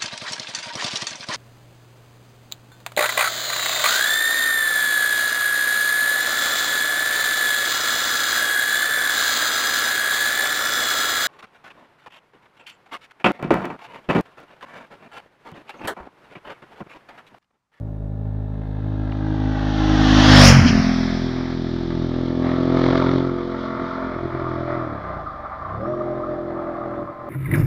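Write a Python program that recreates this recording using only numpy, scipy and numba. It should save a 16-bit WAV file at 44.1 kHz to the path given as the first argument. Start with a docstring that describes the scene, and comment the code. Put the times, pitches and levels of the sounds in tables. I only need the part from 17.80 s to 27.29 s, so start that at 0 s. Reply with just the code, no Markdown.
"""A motorcycle rides past

A V-twin motorcycle comes down a country road, passes close to a microphone on the verge and rides off.
It pulls hard, eases off with a few pops, changes gear and pulls again far away, where trees echo it.
Two uneven firings in each engine cycle make the exhaust note, and gas rasps out with each one.
Tyres and air rush at the pass, and the wake thumps the microphone."""
import sys
import numpy as np
from scipy import signal
from scipy.fft import rfft, irfft
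from scipy.io import wavfile
from scipy.ndimage import uniform_filter1d, map_coordinates
from numba import njit

SR = 44100
rng = np.random.default_rng(int(sys.argv[2]) if len(sys.argv) > 2 else 0)


def digitize_waveform(pressure):
    """Quantize a signal to 16-bit integers and store it at the path in sys.argv[1].

    Rows of a 2-D input are taken as channels; values are limited to [-1, 1].
    """
    field = np.atleast_2d(pressure).T
    bounded = np.clip(field, -1, 1)
    quanta = np.round(bounded * 32767).astype(np.int16)
    wavfile.write(sys.argv[1], SR, quanta)


N = 418509
TIME = np.arange(N) / SR

# Engine speed in gear. Each row: time in seconds, four-stroke cycles per second.
REVS = [(0, 47.5), (1.61, 47.07), (2.24, 47.26), (2.65, 47.85), (3.06, 46.84), (3.83, 46.48), (4.41, 46.48),
        (4.85, 47.4), (5.26, 48.14), (5.44, 48.69), (5.79, 47.97), (6.24, 47.83), (7.0, 45.69),
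        (8.12, 48.15), (9.22, 45.6), (9.49, 46)]
# The exhaust's tone for each direction and throttle setting. An "order" is a multiple of the cycle rate.
# Each row: order, relative level in dB.
DISTANT = [(1, 1.5), (2, 3.5), (3, -3), (4, -10.5), (5, -7.5), (6, -17), (7, -39.5), (8, -17.5), (9, -23),
           (10, -34), (11, -17), (12, -21), (13, -38.5), (14, -36), (15, -26), (16, -33)]
FRONT = [(1, -1.5), (2, -1), (3, -3), (4, -6.5), (5, 1.5), (6, 0), (7, -21.5), (8, -19), (9, -19.5),
         (10, -33), (11, -20), (12, -19.5), (13, -23.5), (14, -26), (15, -24), (16, -28.5)]
ABREAST = [(1, -5), (2, -1), (3, -2), (4, -6.5), (5, -4.5), (6, -12), (7, -25.5), (8, -21), (10, -20.5),
           (11, -13), (12, -19), (13, -15), (16, -21.5)]
ALONGSIDE = [(1, -11.5), (2, -11), (3, 4.5), (4, -9), (5, -5), (6, -8), (7, -26), (16, -30)]
LEAVING = [(1, -5.5), (2, -7.5), (3, -6.5), (4, -4), (5, 2.5), (6, 2), (7, -21), (8, -14.5), (9, -14),
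           (10, -25.5), (16, -17)]
BEHIND = [(1, -7), (2, -7.5), (3, -3.5), (4, -6), (5, -8), (6, 0.5), (7, -10.5), (8, -5), (9, -9),
          (10, -25.5), (11, -18.5), (12, -27), (13, -26.5), (14, -21.5), (15, -21.5), (16, -26)]
PULLING = [(1, -15.5), (2, -14), (3, -3.5), (4, -8), (5, -11.5), (6, 0.5), (7, -6), (8, -4.5), (9, -7.5),
           (10, -20), (11, -12.5), (12, -12.5), (13, -19.5), (14, -14.5), (15, -17), (16, -28.5)]
CRUISING = [(1, -8), (2, -7.5), (3, -7.5), (4, -7.5), (5, -0.5), (6, 2.5), (7, -7), (8, 1.5), (9, -5.5),
            (10, -18), (11, -6), (12, -15), (13, -20.5), (14, -19), (15, -20.5), (16, -25)]
EASING = [(1, -14.5), (2, -8.5), (3, -1.5), (4, -15), (5, -11.5), (6, -11), (7, -6.5), (8, 1), (9, -5.5),
          (10, -18.5), (11, -21.5), (12, -18), (13, -18), (14, -11.5), (15, -13), (16, -12)]
IDLING = [(1, -15), (2, -4), (3, -0.5), (4, -10), (5, -6), (6, -7.5), (7, -19), (8, -21), (10, -14),
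          (12, -13), (16, -21)]
FAR = [(1, -15.5), (2, -16), (3, -8), (4, -18), (5, -10.5), (6, -9.5), (7, -6), (8, 1.5), (9, -6.5),
       (10, -17.5), (11, -16.5), (12, -17.5), (13, -14), (14, 0), (15, -9.5), (16, -18.5)]
# Which tone is heard when. Each row: time in seconds, one of the tables above.
EXHAUST_TONES = [(.75, DISTANT), (2.05, FRONT), (2.47, FRONT), (2.62, ABREAST), (2.71, ABREAST),
                 (2.745, ALONGSIDE), (2.795, ALONGSIDE), (2.85, LEAVING), (3.15, LEAVING), (3.55, BEHIND),
                 (4.1, BEHIND), (4.85, PULLING), (5.42, PULLING), (5.55, CRUISING), (6.3, CRUISING),
                 (6.45, EASING), (7.08, EASING), (7.25, IDLING), (7.96, IDLING), (8.06, FAR)]
# The tone colours of the noisy sounds. Each row: frequency in Hz, relative level in dB.
FIELD_COLOUR = [(30, -5.5), (200, 2), (700, -3.5), (2000, -29.5), (6000, -42.5), (8000, -46), (15000, -46)]
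BURBLE_COLOUR = [(25, -31.5), (50, -8), (120, 5), (260, -2), (360, -0.5), (480, -16), (700, -20.5),
                 (1200, -60.5)]
RASP_NEAR = [(500, -33.5), (850, -5.5), (964, -2), (1130, -0.5), (1400, -0.5), (1760, 2), (2230, -1),
             (2700, -10), (3510, -44), (5940, -120)]
RASP_FAR = [(500, -33.5), (780, -4.5), (901, 0), (973, -4.5), (1060, -0.5), (1220, 3), (1380, 1),
            (1550, -8.5), (2240, -11.5), (2700, -31.5), (3510, -59.5), (5940, -120)]
RASP_BEND = [(460, -39.5), (780, -1.5), (839, -23), (893, -7), (965, -17), (1030, -2), (1100, -9.5),
             (1190, 0.5), (1460, -12.5), (2130, -19), (2700, -38.5), (3510, -72.5), (5940, -120)]
HISS_NEAR = [(1500, -26.5), (2400, 5), (3200, 9.5), (4200, 1.5), (5400, 5.5), (6200, -4.5), (7200, -20),
             (8000, -35.5), (10000, -61.5)]
HISS_FAR = [(1410, -29), (2400, -7.5), (2600, -14.5), (2810, -4), (3400, 2), (4240, -2.5), (6250, -16),
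            (7020, -28), (8000, -45.5), (10400, -74), (17600, -120)]
RUSH_COLOUR = [(3800, -24.5), (4600, 7), (5400, 17), (6200, 8.5), (6800, 8), (7500, -0.5), (8100, -18.5),
               (8700, -2.5), (10000, -5.5), (11000, -17.5), (12200, -16), (15400, -13.5)]
SHOCK_COLOUR = [(400, -23), (900, -3.5), (1350, 0), (2200, -3), (2800, -12), (3600, 0), (4500, -11),
                (6000, -36), (7500, -59.5), (10000, -85.5)]
# Each layer as the bike goes by. Each row: base level in dB, dB lost per doubling of distance,
# dB lost per metre of grass while still ahead, dB lost once past.
PASSING = {"note": (-5, 5.5, -0.0024, 3.0), "bark": (-14.5, 5, 0.26, 13.5), "rasp": (-9.3, 7, 0.3, 10.5),
           "hiss": (-9, 7.5, 0.51, 11)}
# Each layer as it rides off. Each row: base level in dB with the throttle shut, dB lost per second,
# then dB added by full throttle, by cracking and by being in line with the tailpipe.
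RIDING_OFF = {"note": (-35, 3.0, 24, 1, 0.36), "bark": (-49, 0.3, 10.5, 1, 7.5),
              "rasp": (-43.5, 1.25, 4, 5, 10), "hiss": (-46, 5, 4.5, 11, 2.5)}
# Two bands blocked by the microphone's housing. Each row: time in seconds, lower band in Hz, depth 0 to 1.
SHADE = [(1.5, 2280, .55), (2.4, 2300, .62), (2.6, 2680, .68), (2.69, 3600, .8), (2.87, 3650, .82),
         (3.1, 2950, .87), (3.6, 2850, .68), (4.4, 2800, .3)]
# The drive whines low on the approach and high after the gear change. Each row: teeth per cycle,
# level in dB, loudest moment in seconds, half width in seconds, flutter in radians.
WHINES = [(15.58, -34.5, 2.15, .58, .5), (128.8, -71.5, 8.05, .4, .9)]
# Small knocks near the microphone. Each row: start in seconds, peak in dB, pitch in Hz.
KNOCKS = [(1.3195, -36, 3000), (1.323, -27, 1390)]
# Swirls of air in the wake. Each row: time in seconds, half width in seconds, pitch in Hz, peak in dB.
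EDDIES = [(2.818, 0.028, 83.4, -11.5), (2.858, 0.036, 238, -9), (2.895, .022, 152, -16),
          (2.955, 0.041, 96.2, -16), (2.975, 0.051, 146, -20)]
# Spells of low, rough flutter: wind buffeting just after the pass, later the engine running unevenly.
# Each row: time in seconds, half width in seconds, roughness 0 to 1.
ROUGH_SPELLS = [(2.9, 0.12, 0.5), (5.98, 0.075, 0.84), (6.46, 0.2, 0.48), (7.35, 0.25, 0.51),
                (7.85, 0.13, 0.55), (9.28, 0.13, 0.8)]
# The rider's hand on the way out. Each row: time in seconds, throttle 0 to 1.
THROTTLE = [(3.6, 0.49), (4.1, 0.53), (4.55, 0.71), (5.12, 0.93), (5.35, 0.93), (5.53, 0.64), (5.97, 0.51),
            (6.45, 0.57), (6.6, 0.69), (7.02, 0.76), (7.17, 0.42), (7.35, 0.43), (7.76, 0.01), (8.07, 0.91),
            (9.22, 0.86), (9.27, 0.5), (9.36, 0.38), (9.49, 0.83)]
# The bark and rasp swell and sink, and so does the hiss. Each row: time in seconds, change in dB.
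GAS_SWELL = [(3.4, 0), (3.62, 3), (3.85, -1.5), (4.5, 2), (4.85, -3), (5.1, 1.5), (5.68, -3.5), (5.88, 1),
             (6.22, 2), (6.48, 0), (6.65, 1.5), (6.97, 2.5), (7.15, 0), (7.45, -1.5), (7.72, 2), (7.88, -1),
             (8.02, -2), (8.6, -1), (9.0, -1.5), (9.35, -2.5)]
HISS_SWELL = [(3.4, 2), (3.62, 0.5), (4.5, 0.5), (5.4, 0), (5.71, -0.5), (5.82, 4.5), (5.98, -0.5),
              (6.04, 4), (6.25, 2), (6.36, -0.5), (6.95, 1.5), (7.1, -1), (7.8, 0), (8.05, -2), (8.6, 1)]
# At wide throttle each firing cracks. Each row: time in seconds, share of the gas noise 0 to 1.
CRACK = [(4.78, 0), (4.93, 0.1), (5.0, 0.6), (5.12, .7), (5.33, .5), (5.4, 0.3), (5.5, 0.01)]
# Fuel popping in the silencer. Each row: start in seconds, peak in dB, pitch in Hz.
POPS = [(6.641, -21.5, 1190), (7.006, -24.5, 1210), (7.378, -27, 760), (7.459, -23, 1231),
        (7.488, -24.5, 1190), (7.528, -29, 1210), (7.645, -26, 1200), (7.715, -23.5, 1181),
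        (7.811, -27, 1169), (7.846, -22, 1120), (7.903, -22.5, 1120), (7.944, -24, 1200),
        (8.045, -22, 1189), (8.132, -24, 1180), (8.204, -24.5, 1200), (8.396, -27, 1070),
        (8.432, -23, 1196), (8.786, -24, 1200), (8.948, -26, 1100), (9.003, -25, 1200), (9.185, -27, 1100),
        (9.269, -28.5, 1150)]

SPEED_M_S, SOUND_M_S = 33.4, 343
PASS_S, VERGE_M = 2.665, 4.5  # when the bike is closest, and how close
WEAK_LEAD_CYCLES = .28  # the weaker cylinder puffs this far ahead of the stronger one
SHOCK_LAG_CYCLES = .08  # a crack's sharp edge comes this long after the firing


def undb(db):
    """Turn decibels into a gain."""
    return 10 ** (np.asarray(db) / 20)


def unit(x):
    """Scale a signal to an average (rms) level of 1."""
    return x / np.sqrt(np.mean(x ** 2))


def curves(table):
    """Join each column's values with straight lines in time."""
    s, *columns = np.transpose(table)
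    return [np.interp(TIME, s, c) for c in columns]


def ramp(start_s, end_s):
    """A straight rise from 0 to 1."""
    return np.interp(TIME, [start_s, end_s], [0, 1])


def bump(s, width_s):
    """A smooth rise to 1 and fall around time s."""
    return np.exp(-((TIME - s) / width_s) ** 2)


def noise():
    """White noise."""
    return rng.standard_normal(N)


def wander(rate):
    """A smooth random curve with about `rate` turns a second."""
    k = int(SR / rate)
    held = np.repeat(rng.standard_normal(N // k + 1), k)
    return unit(uniform_filter1d(uniform_filter1d(held, k), k)[:N])


def colour(x, points, size=4096):
    """Give a sound a table's tone colour, at level 1."""
    hz, db = np.transpose(points)
    grid = np.maximum(np.fft.rfftfreq(size, 1 / SR), 1)
    log_gain = np.log(undb(np.interp(np.log(grid), np.log(hz), db)))
    # folding makes the filter ring only after a sound, never before (minimum phase)
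    cepstrum = irfft(log_gain)
    cepstrum[1:size // 2] *= 2
    cepstrum[size // 2 + 1:] = 0
    response = irfft(np.exp(rfft(cepstrum)))
    return unit(signal.oaconvolve(x, response)[:N])


def ring(x, hz, width_hz, times=1):
    """Pass a sound through a resonance one or more times; the result has level 1."""
    for _ in range(times):
        x = unit(signal.lfilter(*signal.iirpeak(hz, hz / width_hz, fs=SR), x))
    return x


def blend(a, b, share):
    """Mix in a share of b, keeping the power even."""
    share = np.clip(share, 0, 1)
    return np.sqrt(1 - share) * a + np.sqrt(share) * b


def bursts(table, width_hz, attack_s, decay_s, size=8192):
    """One short, ringing burst of noise for each row of a table."""
    out, t = np.zeros(N + size), TIME[:size]
    shape = (1 - np.exp(-t / attack_s)) * np.exp(-t / decay_s)
    for s, db, hz in table:
        burst = ring(shape * rng.standard_normal(size), hz, width_hz, times=3)
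        start = int(s * SR)
        out[start:start + size] += undb(db) * burst / np.abs(burst).max()
    return out[:N]


def field(level_db=-47):
    """The low, steady hush of the open field."""
    return colour(noise(), FIELD_COLOUR) * undb(level_db)


def engine_speed(clutch_out_s=7.01, clutch_in_s=8.095, sink_s=.99, idle_hz=23.46, blip_hz_per_s=67):
    """Cycles per second. In the gear change the free engine sinks towards idle and is revved back up."""
    geared, = curves(REVS)
    sinking = np.interp(clutch_out_s, TIME, geared) * np.exp(-np.maximum(TIME - clutch_out_s, 0) / sink_s)
    rising = geared - blip_hz_per_s * np.maximum(clutch_in_s - TIME, 0)
    free = np.maximum(np.maximum(sinking, rising), idle_hz)
    return np.where(TIME < clutch_out_s, geared, free)


def gone_by():
    """0 while the front of the bike faces the microphone, 1 once it has passed."""
    return ramp(2.7, 2.735)


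def loudness(layer, along, distance, crack, handover_s=(3.37, 3.82)):
    """A layer's level in dB: set by distance and direction at the pass, by the throttle on the way out."""
    base_db, fall_db, grass_db, past_db = PASSING[layer]
    passing = (base_db - fall_db * np.log2(distance / VERGE_M) - grass_db * np.maximum(-along, 0)
               - past_db * (1 + along / distance) / 2)
    shut_db, fade_db, throttle_db, crack_db, in_line_db = RIDING_OFF[layer]
    throttle, = curves(THROTTLE)
    in_line = ramp(4.6, 4.66)  # the tailpipe swings round to face the microphone
    leaving = (shut_db - fade_db * (TIME - handover_s[1]) + throttle_db * throttle + crack_db * crack
               + in_line_db * in_line)
    return passing + (leaving - passing) * ramp(*handover_s)


def exhaust_note(cycles, rough, churn, pipe_order=7.6, pipe_sharpness=6.6, throb_order=14):
    """One thump a cycle, built from 16 orders that each waver in the air."""
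    orders = np.arange(1, 17)
    times = [s for s, _ in EXHAUST_TONES]
    sizes = np.array([undb(np.interp(orders, *np.transpose(tone))) for _, tone in EXHAUST_TONES])
    sizes = sizes / np.linalg.norm(sizes, axis=1, keepdims=True)
    # the weaker cylinder is a soft swell .2 cycles ahead of the sharp blow; then the pipe rings
    twin = 4 * np.exp(-(orders / 3.4) ** 2 + 2j * np.pi * orders * .2) - 1
    pipe = 1 / (1 - (orders / pipe_order) ** 2 + 1j * orders / (pipe_order * pipe_sharpness))
    blur = ramp(6.0, 8.1)  # far off, echoes blur the thumps into a drone
    waver_db = 1.56 + churn
    scatter_db = .74 + 3 * rough  # how much the thumps vary in loudness
    note, power = 0, 0
    for order, track, phase in zip(orders, sizes.T, np.angle(twin * pipe)):
        size = np.interp(TIME, times, track)
        phase = phase + blur * rng.uniform(-np.pi, np.pi)
        waver = undb(waver_db * wander(7)) * (echo_throb() if order == throb_order else 1)
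        note = note + size * waver * np.cos(2 * np.pi * order * cycles + phase)
        power = power + size ** 2 / 2
    return note / np.sqrt(power) * undb(scatter_db * wander(45))


def puffs(cycles, length, weak, scatter_db, steady, size=1024):
    """Gas flow: each firing gives a puff of its own strength that fades over `length` of a cycle."""
    flow = steady
    for lead, strength in ((0, 1), (WEAK_LEAD_CYCLES, weak)):
        cycle, phase = np.divmod(cycles + lead + 1, 1)
        scatter = undb(scatter_db * rng.standard_normal(size))[cycle.astype(int)]
        flow = flow + strength * scatter * np.exp(-phase / length) * (1 - np.exp(-phase / .06))
    return unit(flow)


def exhaust_burble(cycles, far, rough):
    """Low puffing noise that gains on the note far off and in the rough spells."""
    flow = puffs(cycles, length=.34, weak=.34, scatter_db=.5, steady=.72)
    return colour(noise() * flow, BURBLE_COLOUR) * undb(-21.5 + 5.5 * far ** 2 + 15.5 * rough)


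def turbulence(cycles, repeat, size=1024):
    """Swirling gas: noise of which a share repeats in every engine cycle."""
    pattern = irfft(np.exp(2j * np.pi * rng.random(size // 2 + 1)))
    looped = map_coordinates(pattern, [cycles % 1 * size], order=3, mode="grid-wrap")
    return blend(noise(), unit(looped), repeat)


def tree_echo(x, share, fade_s):
    """Trunks and hedges scatter a soft echo that falls 60 dB in `fade_s`."""
    t = TIME[:SR]
    tail = rng.standard_normal(SR) * undb(-60 * t / fade_s) * (t > .012)
    return blend(x, unit(signal.fftconvolve(x, tail)[:N]), share)


def exhaust_gas(cycles, cracks, crack, close):
    """Gas puffs out with each firing; alongside, steady tyre and chain noise covers the puffs."""
    swirl = turbulence(cycles, repeat=.45)
    ahead = puffs(cycles, length=.2, weak=.7, scatter_db=3, steady=.25)
    behind = puffs(cycles, length=.3, weak=.41, scatter_db=3.5, steady=.3)
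    puffing = swirl * (ahead + (behind - ahead) * gone_by())
    gas = blend(puffing, cracks, crack)
    return blend(gas, turbulence(cycles, repeat=.055), .94 * close)


def silencer_bark(gas, away):
    """The gas makes the silencer ring, a little lower once the bike is far off."""
    near = ring(ring(gas, 770, 380), 740, 340)
    distant = ring(ring(gas, 611, 100), 712, 270)
    return unit(blend(near, distant, away))


def gas_rasp(gas, away):
    """The gas's rough edge. Distance dulls it; round the bend mostly the silencer's ring carries."""
    bend = ramp(6.85, 7.3)
    return unit((1 - away) * colour(gas, RASP_NEAR) + (away - bend) * colour(gas, RASP_FAR)
                + bend * colour(gas, RASP_BEND))


def bank_echo(x, distance, far_lag_s=.00198, swing_s=.0045):
    """The roadside bank reflects the approach, later as the bike nears, so dips slide down the tone."""
    lag_s = far_lag_s + swing_s * VERGE_M / distance
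    share = .5 * (1 - ramp(2.3, 2.6))
    return (x + share * np.interp(TIME - lag_s, TIME, x)) / np.hypot(1, share)


def jet_hiss(cycles, cracks, crack, close, echo, churn):
    """The jet of gas hisses in puffs, turns smooth alongside and flares briefly in the wake."""
    jet = turbulence(cycles, repeat=.15) * puffs(cycles, length=.15, weak=.7, scatter_db=3.5, steady=.65)
    jet = blend(jet, cracks, .24 * crack)
    jet = tree_echo(blend(jet, noise(), close), echo, fade_s=.11)
    hiss = blend(colour(jet, HISS_FAR), colour(noise(), HISS_NEAR), close)
    wake_db = 9.5 * bump(2.885, .02) - 5 * gone_by() * churn
    return hiss * undb(curves(HISS_SWELL)[0] + wake_db)


@njit
def moving_band(x, hz, damping):
    """Keep one band of a sound, around a centre that may glide."""
    y, band, low = np.empty(len(x)), 0., 0.
    for i in range(len(x)):
        g = np.tan(np.pi * hz[i] / SR)
        v = (band + g * (x[i] - low)) / (1 + g * (g + damping))
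        band, low, y[i] = 2 * v - band, low + 2 * g * v, damping * v
    return y


def housing_shade(x, upper_ratio=2.25, damping=.39):
    """The microphone's housing blocks two bands, which sweep through the treble as the bike goes by."""
    hz, depth = curves(SHADE)
    for ratio in (1, upper_ratio):
        x = x - depth * moving_band(x, hz * ratio, damping / ratio)
    return x


def gear_whine(cycles, teeth, db, s, width_s, flutter):
    """Gear teeth meet many times a cycle; their tone flutters on its way through the air."""
    tone = np.cos(2 * np.pi * teeth * cycles + flutter * wander(90))
    return tone * undb(db + 2 * wander(25)) * bump(s, width_s)


def knocks():
    """Small knocks tick close to the microphone."""
    return bursts(KNOCKS, width_hz=1200, attack_s=.0003, decay_s=.0017)


def tyre_song(distance, loss_db_per_m=.37):
    """The front tyre sings in one narrow band as it approaches."""
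    band = ring(noise(), hz=3720, width_hz=520, times=2)
    return band * undb(-47 - loss_db_per_m * distance) * (1 - gone_by())


def tyre_roar(close, past_db=10.5):
    """The tyres roar on the road alongside, and drop away once past."""
    return ring(noise(), hz=580, width_hz=410, times=2) * undb(-7 - past_db * gone_by()) * close


def air_rush(peak_db=-15.5, peak_s=2.67, width_s=.05, fall_db=10, past_db=4.5):
    """Air torn by the bike builds to a sharp peak and falls away as soon as the bike is by."""
    doublings = np.log2(np.hypot(1, (TIME - peak_s) / width_s))  # of the distance
    db = peak_db - fall_db * doublings - past_db * gone_by()
    fade = np.interp(TIME, [1.8, 2.35, 3.3, 3.9], [0, 1, 1, 0])
    return colour(noise(), RUSH_COLOUR) * undb(db) * fade


def wake_thuds(wobble_radians=.72):
    """The wake breaks on the microphone as a few low, wobbling thuds."""
    return sum(np.sin(2 * np.pi * hz * TIME + wobble_radians * wander(90)) * undb(db) * bump(s, width_s)
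               for s, width_s, hz, db in EDDIES)


def gas_cracks(cycles):
    """With the throttle wide, the gas leaves in very short, hard puffs."""
    return noise() * puffs(cycles - SHOCK_LAG_CYCLES / 2, length=.07, weak=.6, scatter_db=2, steady=.05)


def shock_clicks(cycles, weak=.6, scatter_db=2, size=1024):
    """With the throttle wide, each blow steepens into a shock wave: one sharp click a firing."""
    jittered = cycles + .02 * wander(60)
    clicks = 0
    for lead, strength in ((0, 1), (WEAK_LEAD_CYCLES, weak)):
        cycle = np.floor(jittered + lead - SHOCK_LAG_CYCLES + 1).astype(int)
        scatter = undb(scatter_db * rng.standard_normal(size))[cycle]
        clicks = clicks + strength * np.diff(cycle, prepend=cycle[0]) * scatter
    return colour(clicks, SHOCK_COLOUR)


def fuel_pops():
    """Unburnt fuel pops in the silencer."""
    return bursts(POPS, width_hz=240, attack_s=.001, decay_s=.02)


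def echo_throb(beat_hz=10.15, crest_s=8.113):
    """A pulsing gain: in the last pull, the far note beats against its own echo."""
    echo = .65 * ramp(7.95, 8.1)
    return np.abs(1 + echo * np.exp(2j * np.pi * beat_hz * (TIME - crest_s))) / np.hypot(1, echo)


def scene():
    """Note, burble, bark, rasp and hiss all keep time with the engine, over a quiet field."""
    along = SPEED_M_S * (TIME - PASS_S)  # metres past the microphone
    distance = np.hypot(along, VERGE_M)
    doppler = 1 / (1 + SPEED_M_S / SOUND_M_S * along / distance)  # higher coming, lower going
    churn = bump(2.8, .18)  # churned air just after the pass
    cycles = np.cumsum(engine_speed() * doppler) / SR + .19
    cycles = cycles + (.002 + .013 * churn) * wander(45)  # the air jolts the beat
    crack, = curves(CRACK)
    rough = sum(size * bump(s, width_s) for s, width_s, size in ROUGH_SPELLS)
    close, away = bump(PASS_S, 1.0), ramp(3.2, 5.6)
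    far = np.minimum(distance / 150, 1)
    echo = .48 * far * (1 - crack)
    note_db, bark_db, rasp_db, hiss_db = (loudness(layer, along, distance, crack)
                                          for layer in ("note", "bark", "rasp", "hiss"))
    swell_db, = curves(GAS_SWELL)
    dip_db = 4.5 * bump(2.89, .063)  # the note sinks under the wake's thuds

    note = exhaust_note(cycles, rough, churn) * undb(note_db - dip_db)
    burble = exhaust_burble(cycles, far, rough) * undb(note_db)
    cracks = gas_cracks(cycles)
    gas = tree_echo(exhaust_gas(cycles, cracks, crack, close), echo, fade_s=.59)
    gas = gas * undb(1.3 * away * wander(16))  # moving air makes the far sound flutter
    bark = silencer_bark(gas, away) * undb(bark_db + swell_db)
    rasp = gas_rasp(gas, away) * undb(rasp_db + swell_db)
    hiss = jet_hiss(cycles, cracks, crack, close, echo, churn) * undb(hiss_db)
    clicks = shock_clicks(cycles) * undb(-37) * crack
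    roar = tyre_roar(close) * undb(hiss_db)
    pops = fuel_pops()
    treble = housing_shade(bank_echo(rasp, distance) + hiss + tyre_song(distance) + air_rush())
    whine = sum(gear_whine(cycles, *row) for row in WHINES)
    bike = note + burble + bark + roar + clicks + pops + treble + wake_thuds() + whine
    return (bike + field() + knocks())[None]


def record(dry, hardness=12, top_hz=15400):
    """The microphone overloads at the pass and cuts the highest treble."""
    squashed = dry / (1 + np.abs(dry) ** hardness) ** (1 / hardness)
    return signal.sosfilt(signal.ellip(8, .2, 70, top_hz, fs=SR, output="sos"), squashed)


dry = scene()
out = record(dry)
digitize_waveform(out)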